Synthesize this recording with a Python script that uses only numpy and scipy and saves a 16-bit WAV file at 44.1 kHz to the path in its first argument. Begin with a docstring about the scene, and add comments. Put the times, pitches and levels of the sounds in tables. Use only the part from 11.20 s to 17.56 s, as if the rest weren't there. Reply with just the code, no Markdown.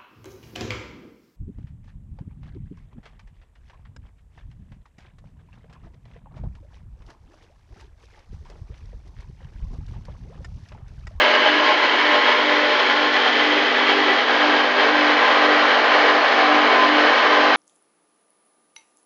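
"""A band saw works through a steel beam in a workshop: noise and small cracks make an even hiss of chips. At
first roughened tones hold for a while and fade, over a motor hum with a slow beat in it. Brief pure notes and
gritty snags stand out now and then. From about two seconds a faint chatter builds up, a cycle of partials
repeating with the tooth pattern, and the hum grows with it. One partial of the chatter whines, swelling in
rough bursts through the second half. Low rumble lies beneath it all."""
import sys
import numpy as np
from scipy import signal
from scipy.fft import rfft, irfft
from scipy.io import wavfile
from scipy.ndimage import map_coordinates

SR = 44100
rng = np.random.default_rng(int(sys.argv[2]) if len(sys.argv) > 2 else 0)


def master(y):
    """Save y as 16-bit WAV."""
    cut = np.clip(np.atleast_2d(y).T, -1, 1)
    pcm = np.round(cut * 32767)  # scale
    wavfile.write(sys.argv[1], SR, pcm.astype(np.int16))


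N = 280476
T = np.arange(N) / SR  # time, s

# slow course of the cutting force, as a level: time_s, level_db
FORCE_COURSE = [(0, -18.5), (.8, -19), (2, -19), (2.9, -19.5), (3.9, -19), (4.6, -19), (5.2, -19),
                (6.36, -19)]
# brief rises and dips in the loudness of the cut: centre_s, change_db, half_length_s
LOUDNESS_BUMPS = [(0.01, 2, 0.04), (0.157, 1, .03), (0.278, 1, 0.021), (0.355, -1, .025),
                  (.497, 1.5, 0.034), (.587, -0.5, 0.023), (.65, 1.6, 0.021), (0.77, -1, 0.018),
                  (0.943, 2, 0.028), (1.015, -0.8, .025), (1.077, 1, 0.033), (1.46, -0.5, 0.051),
                  (1.606, 1.5, 0.022), (1.703, 1.5, 0.02), (1.765, -0.7, .025), (1.91, -2, 0.022),
                  (1.953, 1.5, .02), (2.086, 1.4, 0.023), (2.348, 0.5, .03), (2.496, -1, 0.025),
                  (2.702, 1.5, 0.023), (3.063, -1.5, 0.026), (3.223, 0.9, 0.023), (3.341, -1.2, 0.019),
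                  (3.508, -2, 0.065), (3.623, 1.5, 0.023), (3.97, -1, 0.014), (4.116, 1, 0.049),
                  (4.21, -1, 0.018), (4.754, 1.5, 0.026), (4.886, 1, .03), (5.008, -0.5, 0.047),
                  (5.422, -0.9, 0.022), (5.71, -1, .025), (5.81, 0.9, .045), (6.145, 1.1, 0.027)]
# relative spectrum of the chip hiss: frequency_hz, density_db (per Hz)
HISS_SPECTRUM = [(120, -49.5), (200, -22), (270, -9), (350, -4.5), (500, -3), (900, -2.5), (1300, -2.5),
                 (1750, 0), (2250, -2.5), (2600, -6.5), (3500, -11.5), (4300, -13), (5800, -27),
                 (7000, -35.5)]
# resonances and dips of the beam that colour the hiss: centre_hz, width_hz, boost_db
BEAM_RESONANCES = [(348, 19, -1.5), (422, 20, -4), (482, 33, 3), (720, 60, -1.5), (906, 35, -2.5),
                   (1677, 67, 1), (2120, 70, -1.5), (2270, 88, 1.5), (2423, 77, -2.5), (2620, 50, 1.5),
                   (2750, 51, -2.5), (3290, 110, 1), (3465, 70, -2), (3560, 150, 1.5), (3980, 130, 1.5),
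                   (4240, 50, 1.5), (4170, 140, 1.5), (4900, 55, 5.5), (5190, 110, 4.5), (5440, 90, 0),
                   (6200, 90, 3.5)]
# pitch of the blade's bright resonance in the slot: time_s, pitch_hz
SLOT_PITCH = [(0.0, 2970), (1.43, 3164), (3.79, 3120), (4.76, 3046), (6.36, 3060)]
# strength of the slot's resonance against the hiss: time_s, level_db
SLOT_LEVEL = [(0, -8), (.3, -5.5), (.55, -9.5), (1.1, -6.5), (1.35, -11.5), (1.6, -9), (2.3, -7), (2.7, -8),
              (3.25, -9), (3.55, -11), (3.8, -10), (4.25, -9.5), (4.55, -10.5), (4.85, -10), (5.05, -11.5),
              (5.3, -11), (5.65, -10), (5.82, -8.3), (6.36, -11)]
# roughened tones that hold for a while and fade, level before the cut's loudness acts:
# start_s, end_s, pitch_hz, width_hz, level_db (rms)
HELD_TONES = [(-0.14, .93, 596, 5.7, -31), (0.73, 1.89, 597, 4.06, -28), (-.5, .58, 617, 8.8, -27.5),
              (-.8, 2.1, 843, 6, -32), (-0.5, 1.44, 893, 7, -34.5), (1.6, 3.6, 893, 4, -36.5),
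              (-.8, 1.4, 1066, 4, -30.5), (1.5, 2.15, 1066, 4, -32), (-1.5, 1.6, 990, 10, -33),
              (-.5, 2.06, 1030, 13.9, -34), (3, 3.2, 951, 4, -37), (5, 5.55, 759, 4, -30.5),
              (2, 4.4, 818, 13.85, -35.5), (0.5, 3.1, 1974, 10, -33), (0, 1.5, 2045, 12, -34.5),
              (2, 3.05, 2008, 14, -33.5), (0.5, 1.3, 2128, 10, -37), (0, 1.4, 2210, 10, -34),
              (-0.5, 0.41, 1635, 14, -29), (.1, 2.8, 1695, 16.1, -35.5), (1.3, 3.1, 1778, 16, -35),
              (3.5, 4.66, 1558, 9, -34.5), (3, 4.6, 1634, 9, -33.5), (3.5, 4.4, 1785, 5.9, -37),
              (3.5, 4.8, 1915, 16.1, -35), (5.5, 6.15, 1787, 9.3, -31)]
# hum of the motor and coolant pump, level before the load acts: pitch_hz, level_db (rms)
HUM_LINES = [(150, -62.5), (200, -56), (249.9, -36), (449.9, -37), (499.8, -35.5), (599.4, -37.5)]
# one line of the hum comes and goes: time_s, level_db (rms)
DRONE_LEVEL = [(0, -38), (1.4, -38), (2.12, -41), (2.35, -31.5), (2.75, -30.5), (3, -41), (3.25, -33),
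               (3.42, -45), (3.6, -31), (3.8, -40), (5, -41), (5.35, -37), (6.36, -41.5)]
# crests of the throb, where a second tone falls in step with the hum line: crest_s, level_db (rms)
THROB_CRESTS = [(-.15, -37), (.36, -29.5), (.88, -30.5), (1.35, -29.5), (1.85, -31.5), (2.34, -26),
                (2.8, -28.5), (3.3, -27), (3.83, -26), (4.32, -26.5), (4.86, -29), (5.33, -24.5),
                (5.75, -24.5), (6.22, -29), (6.7, -28)]
# relative spectrum of the workshop rumble: frequency_hz, density_db (per Hz)
SHOP_SPECTRUM = [(20, 1.5), (60, -4.5), (130, 1.5), (300, -5), (1000, -22)]
# a tooth snags on a chip: start_s, centre_hz, width_hz, peak_db, length_s
SNAGS = [(.255, 3200, 250, -26, .03), (3.208, 1900, 900, -16, 0.0072), (3.216, 840, 400, -26, 0.068),
         (3.225, 800, 900, -16, .005), (5.78, 3100, 150, -28, .04), (5.78, 1790, 120, -26, .13)]
# brief, nearly pure notes that stand out of the cut and hum:
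# centre_s, pitch_hz, glide_hz_per_s, peak_db (rms), half_length_s
BRIEF_NOTES = [(.273, 832, 0, -24.5, .035), (.505, 1070, 0, -24, 0.038), (.52, 853, 0, -27.5, .04),
               (.633, 1981, -0.5, -27, .03), (.94, 837, 0, -28, .035), (1.179, 1066, 0, -27, .04),
               (2.072, 755, -700, -22, 0.025), (2.898, 377, 0, -25.5, 0.037),
               (2.896, 1955, -500, -24, .025), (3.267, 600, 0, -27, .04), (3.396, 1570, 0, -28.5, .035),
               (3.779, 1630, 0, -26, .035), (4.058, 894, 0, -28, .035), (5.85, 599, -1, -28, 0.055),
               (5.306, 1314, 0, -28, .03), (5.514, 2230, 0, -28, .03)]
# strongest partials of the chatter, level before its build-up and the cut's loudness act:
# multiple (of the tooth pattern rate), level_db (rms)
CHATTER_PARTIALS = [(27, -37), (30, -33.5), (33, -37), (36, -38.5), (37, -38), (40, -33.5), (41, -36.5),
                    (42, -36.5), (45, -33), (46, -37.5), (48, -38), (51, -32.5), (52, -35), (54, -36),
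                    (55, -36), (56, -37), (57, -37), (60, -34), (66, -37.5), (71, -37), (72, -35.5),
                    (74, -37), (76, -38.5), (78, -31.5), (79, -36), (81, -38.5), (84, -34.5), (85, -39),
                    (90, -36), (99, -35), (104, -37.5), (105, -37), (108, -38.5), (110, -35.5),
                    (120, -36.5), (127, -38), (129, -37.5), (132, -38), (149, -40), (150, -38.5),
                    (153, -40)]
# swells of the whine: centre_s, extra_db, half_length_s
WHINE_SWELLS = [(3.76, 3.5, .07), (4.07, 6, 0.086), (4.702, 6, 0.11), (4.876, 8, 0.046), (5.35, 5.3, .1),
                (5.596, 10.5, 0.12), (6.147, 7, 0.14)]

PATTERN_HZ = 14.887  # how often the tooth pattern comes round
# the chatter's gain climbs in a straight line from a faint start to full strength
CHATTER_FROM_S, CHATTER_BUILD_S, CHATTER_FAINT_DB = 1.77, 2.58, -18
CHATTER_LOW_HZ = 300  # the beam radiates little of the chatter below this
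LIGHT_LOAD_DB, FULL_LOAD_DB, LOAD_RISE_S = -4.5, -1.6, 0.45  # the hum rises as the chatter sets in
DRONE_HZ, THROB_HZ = 400.5, 300.05
WHINE_MULTIPLE = 69  # of the tooth pattern rate
WHINE_DB = -29.5  # at full chatter, between swells
EDGE_HZ = 7150  # top of the sound's band


def amp(db):
    """Decibels to gain."""
    return np.exp(np.asarray(db) * (np.log(10) / 20))


def evened(x):
    """Scales to rms 1."""
    return x / np.sqrt(np.mean(x ** 2) + 1e-20)


def curve(rows):
    """Reads a timed table at every sample."""
    return np.interp(T, *np.transpose(rows))


def read(points, hz):
    """Reads a spectrum table on a log-frequency axis, in dB."""
    table_hz, db = np.transpose(points)
    return np.interp(np.log(hz + 1), np.log(table_hz + 1), db)


def colour(x, points):
    """Filters by a spectrum table; rms 1."""
    gain = amp(read(points, np.fft.rfftfreq(N, 1 / SR)))
    return evened(irfft(rfft(x) * gain, N))


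def drift(rate_hz, size=4096):
    """Smooth random wander that fades out above rate_hz; rms 1."""
    hz = np.fft.rfftfreq(size, T[-1] / size)
    keep = np.exp(-(hz / rate_hz) ** 2) * (hz > 0)
    slow = irfft(rfft(rng.standard_normal(size)) * keep)
    return np.interp(T, np.linspace(0, T[-1], size), evened(slow))


def swell(s, half_s):
    """A smooth bump of height 1 around a moment."""
    return np.exp(-np.minimum(((T - s) / half_s) ** 2, 20))


def resonate(x, hz, width):
    """A steep resonance whose pitch may move; rms 1."""
    turn = np.exp(2j * np.pi * np.cumsum(hz * np.ones(N)) / SR)
    r = np.exp(-np.pi * width / SR)
    # shift the pitch down to zero, low-pass there, shift back up
    narrow = signal.lfilter([(1 - r) ** 2], [1, -2 * r, r * r], x / turn)
    return evened((turn * narrow).real)


def roughened(phase, width_hz, rough):
    """A tone jostled in strength and phase; rough is the jostled share of its power. 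Rms about 1."""
    share = np.clip(rough, 0, 1)
    steady = np.sqrt(2 * (1 - share)) * np.cos(phase)
    jostle = drift(width_hz) * np.cos(phase) + drift(width_hz) * np.sin(phase)
    return steady + np.sqrt(share) * jostle


def tooth_pulses(turns, multiples):
    """Sum of slow cosines at multiples of the tooth pattern rate, each starting at random."""
    return sum(np.cos(2 * np.pi * (k * turns + rng.random())) for k in multiples)


def cut_loudness(flutter_db=0.5, flutter_hz=30):
    """Gain of the cut from moment to moment: brief rises and dips on top of a fine flutter."""
    bumps_db = sum(db * swell(s, half_s) for s, db, half_s in LOUDNESS_BUMPS)
    return amp(bumps_db + flutter_db * drift(flutter_hz))


def scrape(turns, depth=0.11, chips_per_s=700, chip_size=2.1):
    """Friction noise pulses as groups of teeth enter the steel, with small cracks as chips break off."""
    pulse = 1 + depth * tooth_pulses(turns, (2, 5, 6, 12, 15, 18)) / 2
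    chips = (rng.random(N) < chips_per_s / SR) * rng.choice([-1, 1], N) * chip_size
    return pulse * (rng.standard_normal(N) + chips)


def surfaces(x, count=12, echo=0.068, longest_s=0.016, sway_hz=1.18):
    """Early echoes from beam, table and housing; the swaying blade makes them ripple the spectrum."""
    delays = (rng.uniform(0.118, 1, count) * longest_s * SR).astype(int)
    echoes = sum(drift(sway_hz) * np.roll(x, d) for d in delays)
    return evened(x + echo * echoes)


def beam(x):
    """The beam rings along with whatever scrapes it, lifting some bands and dulling others."""
    f = np.fft.rfftfreq(N, 1 / SR)
    boost_db = sum(db / (1 + (2 * (f - hz) / width) ** 2) for hz, width, db in BEAM_RESONANCES)
    return irfft(rfft(x) * amp(boost_db), N)


def cutting(turns, hiss_db=0, slot_width_hz=480):
    """The scrape sounds as a broad hiss and through the slot's resonance; both follow the cutting force."""
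    hiss = amp(hiss_db) * colour(beam(surfaces(scrape(turns))), HISS_SPECTRUM)
    bright = resonate(surfaces(scrape(turns)), curve(SLOT_PITCH), slot_width_hz)
    return amp(curve(FORCE_COURSE)) * (hiss + amp(curve(SLOT_LEVEL)) * bright)


def held_tones(rough=0.35, jostle_widths=2.6, wander_widths=0.3996, wander_hz=4, fade_s=0.2):
    """Roughened tones that hold for a while and fade; each wanders in pitch and breaks up."""
    out = np.zeros(N)
    for start, end, hz, width, db in HELD_TONES:
        # start and end fall halfway through the fades
        held = np.clip(np.minimum(T - start, end - T) / fade_s + 0.5, 0, 1)
        pitch = hz + wander_widths * width * drift(wander_hz)
        phase = 2 * np.pi * np.cumsum(pitch) / SR
        out += amp(db) * held * roughened(phase, jostle_widths * width, rough)
    return out


def build_up(length_s):
    """Rises evenly from 0 to 1 once the chatter sets in."""
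    return np.clip((T - CHATTER_FROM_S) / length_s, 0, 1)


def motor(waver_db=1.5, waver_rad=0.19):
    """Magnetic hum in gently wavering lines that rises with the load."""
    hum = np.zeros(N)
    for hz, db in HUM_LINES:
        level = amp(db + waver_db * drift(1.5))
        phase = 2 * np.pi * (hz * T + rng.random()) + waver_rad * drift(5.7)
        hum += level * np.cos(phase)
    load_db = LIGHT_LOAD_DB + (FULL_LOAD_DB - LIGHT_LOAD_DB) * build_up(LOAD_RISE_S)
    return np.sqrt(2) * amp(load_db) * hum


def drone(rough=0.11, jostle_hz=9):
    """The unsteady line of the hum: a jostled tone that comes and goes."""
    phase = 2 * np.pi * (DRONE_HZ * T + rng.random())
    return amp(curve(DRONE_LEVEL)) * roughened(phase, jostle_hz, rough)


def throb(partner_db=-4.0, crest_db=2.0, crest_s=0.14, waver_db=1.6, waver_rad=0.24, waver_hz=12):
    """A second, unsteady tone slips one cycle behind a hum line from crest to crest, so the two beat."""
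    mains = 2 * np.pi * (THROB_HZ * T + rng.random())
    crest_times = [s for s, db in THROB_CRESTS]
    slip = 2 * np.pi * np.interp(T, crest_times, np.arange(len(crest_times)))
    partner_level = amp(partner_db + waver_db * drift(waver_hz))
    partner = partner_level * np.cos(mains - slip + waver_rad * drift(waver_hz))
    # lower the level between crests to keep each crest short
    crests = sum(swell(s, crest_s) for s in crest_times)
    level_db = curve(THROB_CRESTS) + crest_db * (crests - 1)
    return np.sqrt(2) * amp(level_db) * (np.cos(mains) + partner) / (1 + amp(partner_db))


def workshop(level_db=-62):
    """Steady rumble of the workshop: noise weighted to the lows."""
    return amp(level_db) * colour(rng.standard_normal(N), SHOP_SPECTRUM)


def chatter_gain():
    """How hard the blade chatters, 1 at full strength."""
    faint = amp(CHATTER_FAINT_DB)
    return faint + (1 - faint) * build_up(CHATTER_BUILD_S)


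def teeth(turns, depth=0.075):
    """The teeth come at three spacings, and each pulses the chatter at its own rate."""
    return 1 + depth * tooth_pulses(turns, (12, 15, 18))


def partials(turns, flutter_db=2, flutter_rad=0.22, flutter_hz=5):
    """The chatter's strongest partials; each breaks up and recovers on its own as the teeth grip and skid."""
    out = np.zeros(N)
    for multiple, db in CHATTER_PARTIALS:
        phase = 2 * np.pi * (multiple * turns + rng.random()) + flutter_rad * drift(flutter_hz)
        out += amp(db) * evened(amp(flutter_db * drift(flutter_hz)) * np.cos(phase))
    return out


def tooth_buzz(turns, size=8192, count=470, level_db=-28, uneven_db=1.2):
    """One random waveform per tooth pattern, read over and over: a dense comb of weak partials."""
    k = np.arange(1, count)
    weak = amp(read(HISS_SPECTRUM, k * PATTERN_HZ) + 1.6 * rng.standard_normal(len(k)))
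    spectrum = weak * np.exp(2j * np.pi * rng.random(len(k)))
    cycle = evened(irfft(np.append(0, spectrum), size))
    level = amp(level_db + uneven_db * drift(11.0))
    return level * map_coordinates(cycle, [turns % 1 * size], order=3, mode="grid-wrap")


def chatter(turns, rasp_db=-29, rasp_hz=720, rasp_width_hz=900):
    """The same tooth pattern strikes the beam over and over, with a noisy rasp pulsing alongside."""
    rasp = colour(resonate(scrape(turns), rasp_hz, rasp_width_hz), HISS_SPECTRUM)
    pulsed = teeth(turns) * (tooth_buzz(turns) + partials(turns) + amp(rasp_db) * rasp)
    high_pass = signal.butter(6, CHATTER_LOW_HZ, "high", fs=SR, output="sos")
    return chatter_gain() * signal.sosfilt(high_pass, pulsed)


def whine(turns, rough=0.13, jostle_hz=26):
    """One partial of the chatter meets a beam resonance: it grows with the chatter and swells in bursts."""
    level_db = WHINE_DB + sum(db * swell(s, half_s) for s, db, half_s in WHINE_SWELLS)
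    phase = 2 * np.pi * WHINE_MULTIPLE * turns
    return chatter_gain() * amp(level_db) * roughened(phase, jostle_hz, rough)


def snags():
    """Short, gritty bursts of resonant noise when a chip catches."""
    out = np.zeros(N)
    for s, hz, width, db, length in SNAGS:
        burst = colour(resonate(rng.standard_normal(N), hz, width), HISS_SPECTRUM)
        arch = np.sin(np.pi * np.clip((T - s) / length, 0, 1))
        out += amp(db) * arch * burst
    return out


def brief_notes():
    """Brief, nearly pure notes that stand out of the cut and hum, some sliding down."""
    out = np.zeros(N)
    for s, hz, glide, db, half_s in BRIEF_NOTES:
        near = abs(T - s) < 4 * half_s
        t = T[near] - s
        cycles = hz * t + glide * t ** 2 / 2 + rng.random()
        out[near] += amp(db) * np.exp(-(t / half_s) ** 2) * np.cos(2 * np.pi * cycles)
    return np.sqrt(2) * out


def scene(speed_wander=0.00039):
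    """The blade's travel, counted in tooth patterns, drives the cut; motor and workshop lie below."""
    turns = np.cumsum(PATTERN_HZ * (1 + speed_wander * drift(1.48))) / SR
    cut = cut_loudness() * (cutting(turns) + held_tones() + chatter(turns))
    accents = whine(turns) + snags() + brief_notes()
    machine = motor() + drone() + throb()
    return (cut + accents + machine + workshop())[None]


def record(dry):
    """A steep low-pass closes off the treble."""
    low_pass = signal.firwin(451, EDGE_HZ, window=("kaiser", 9), fs=SR)
    return signal.oaconvolve(dry, low_pass[None], "same")


dry = scene()
out = record(dry)
master(out)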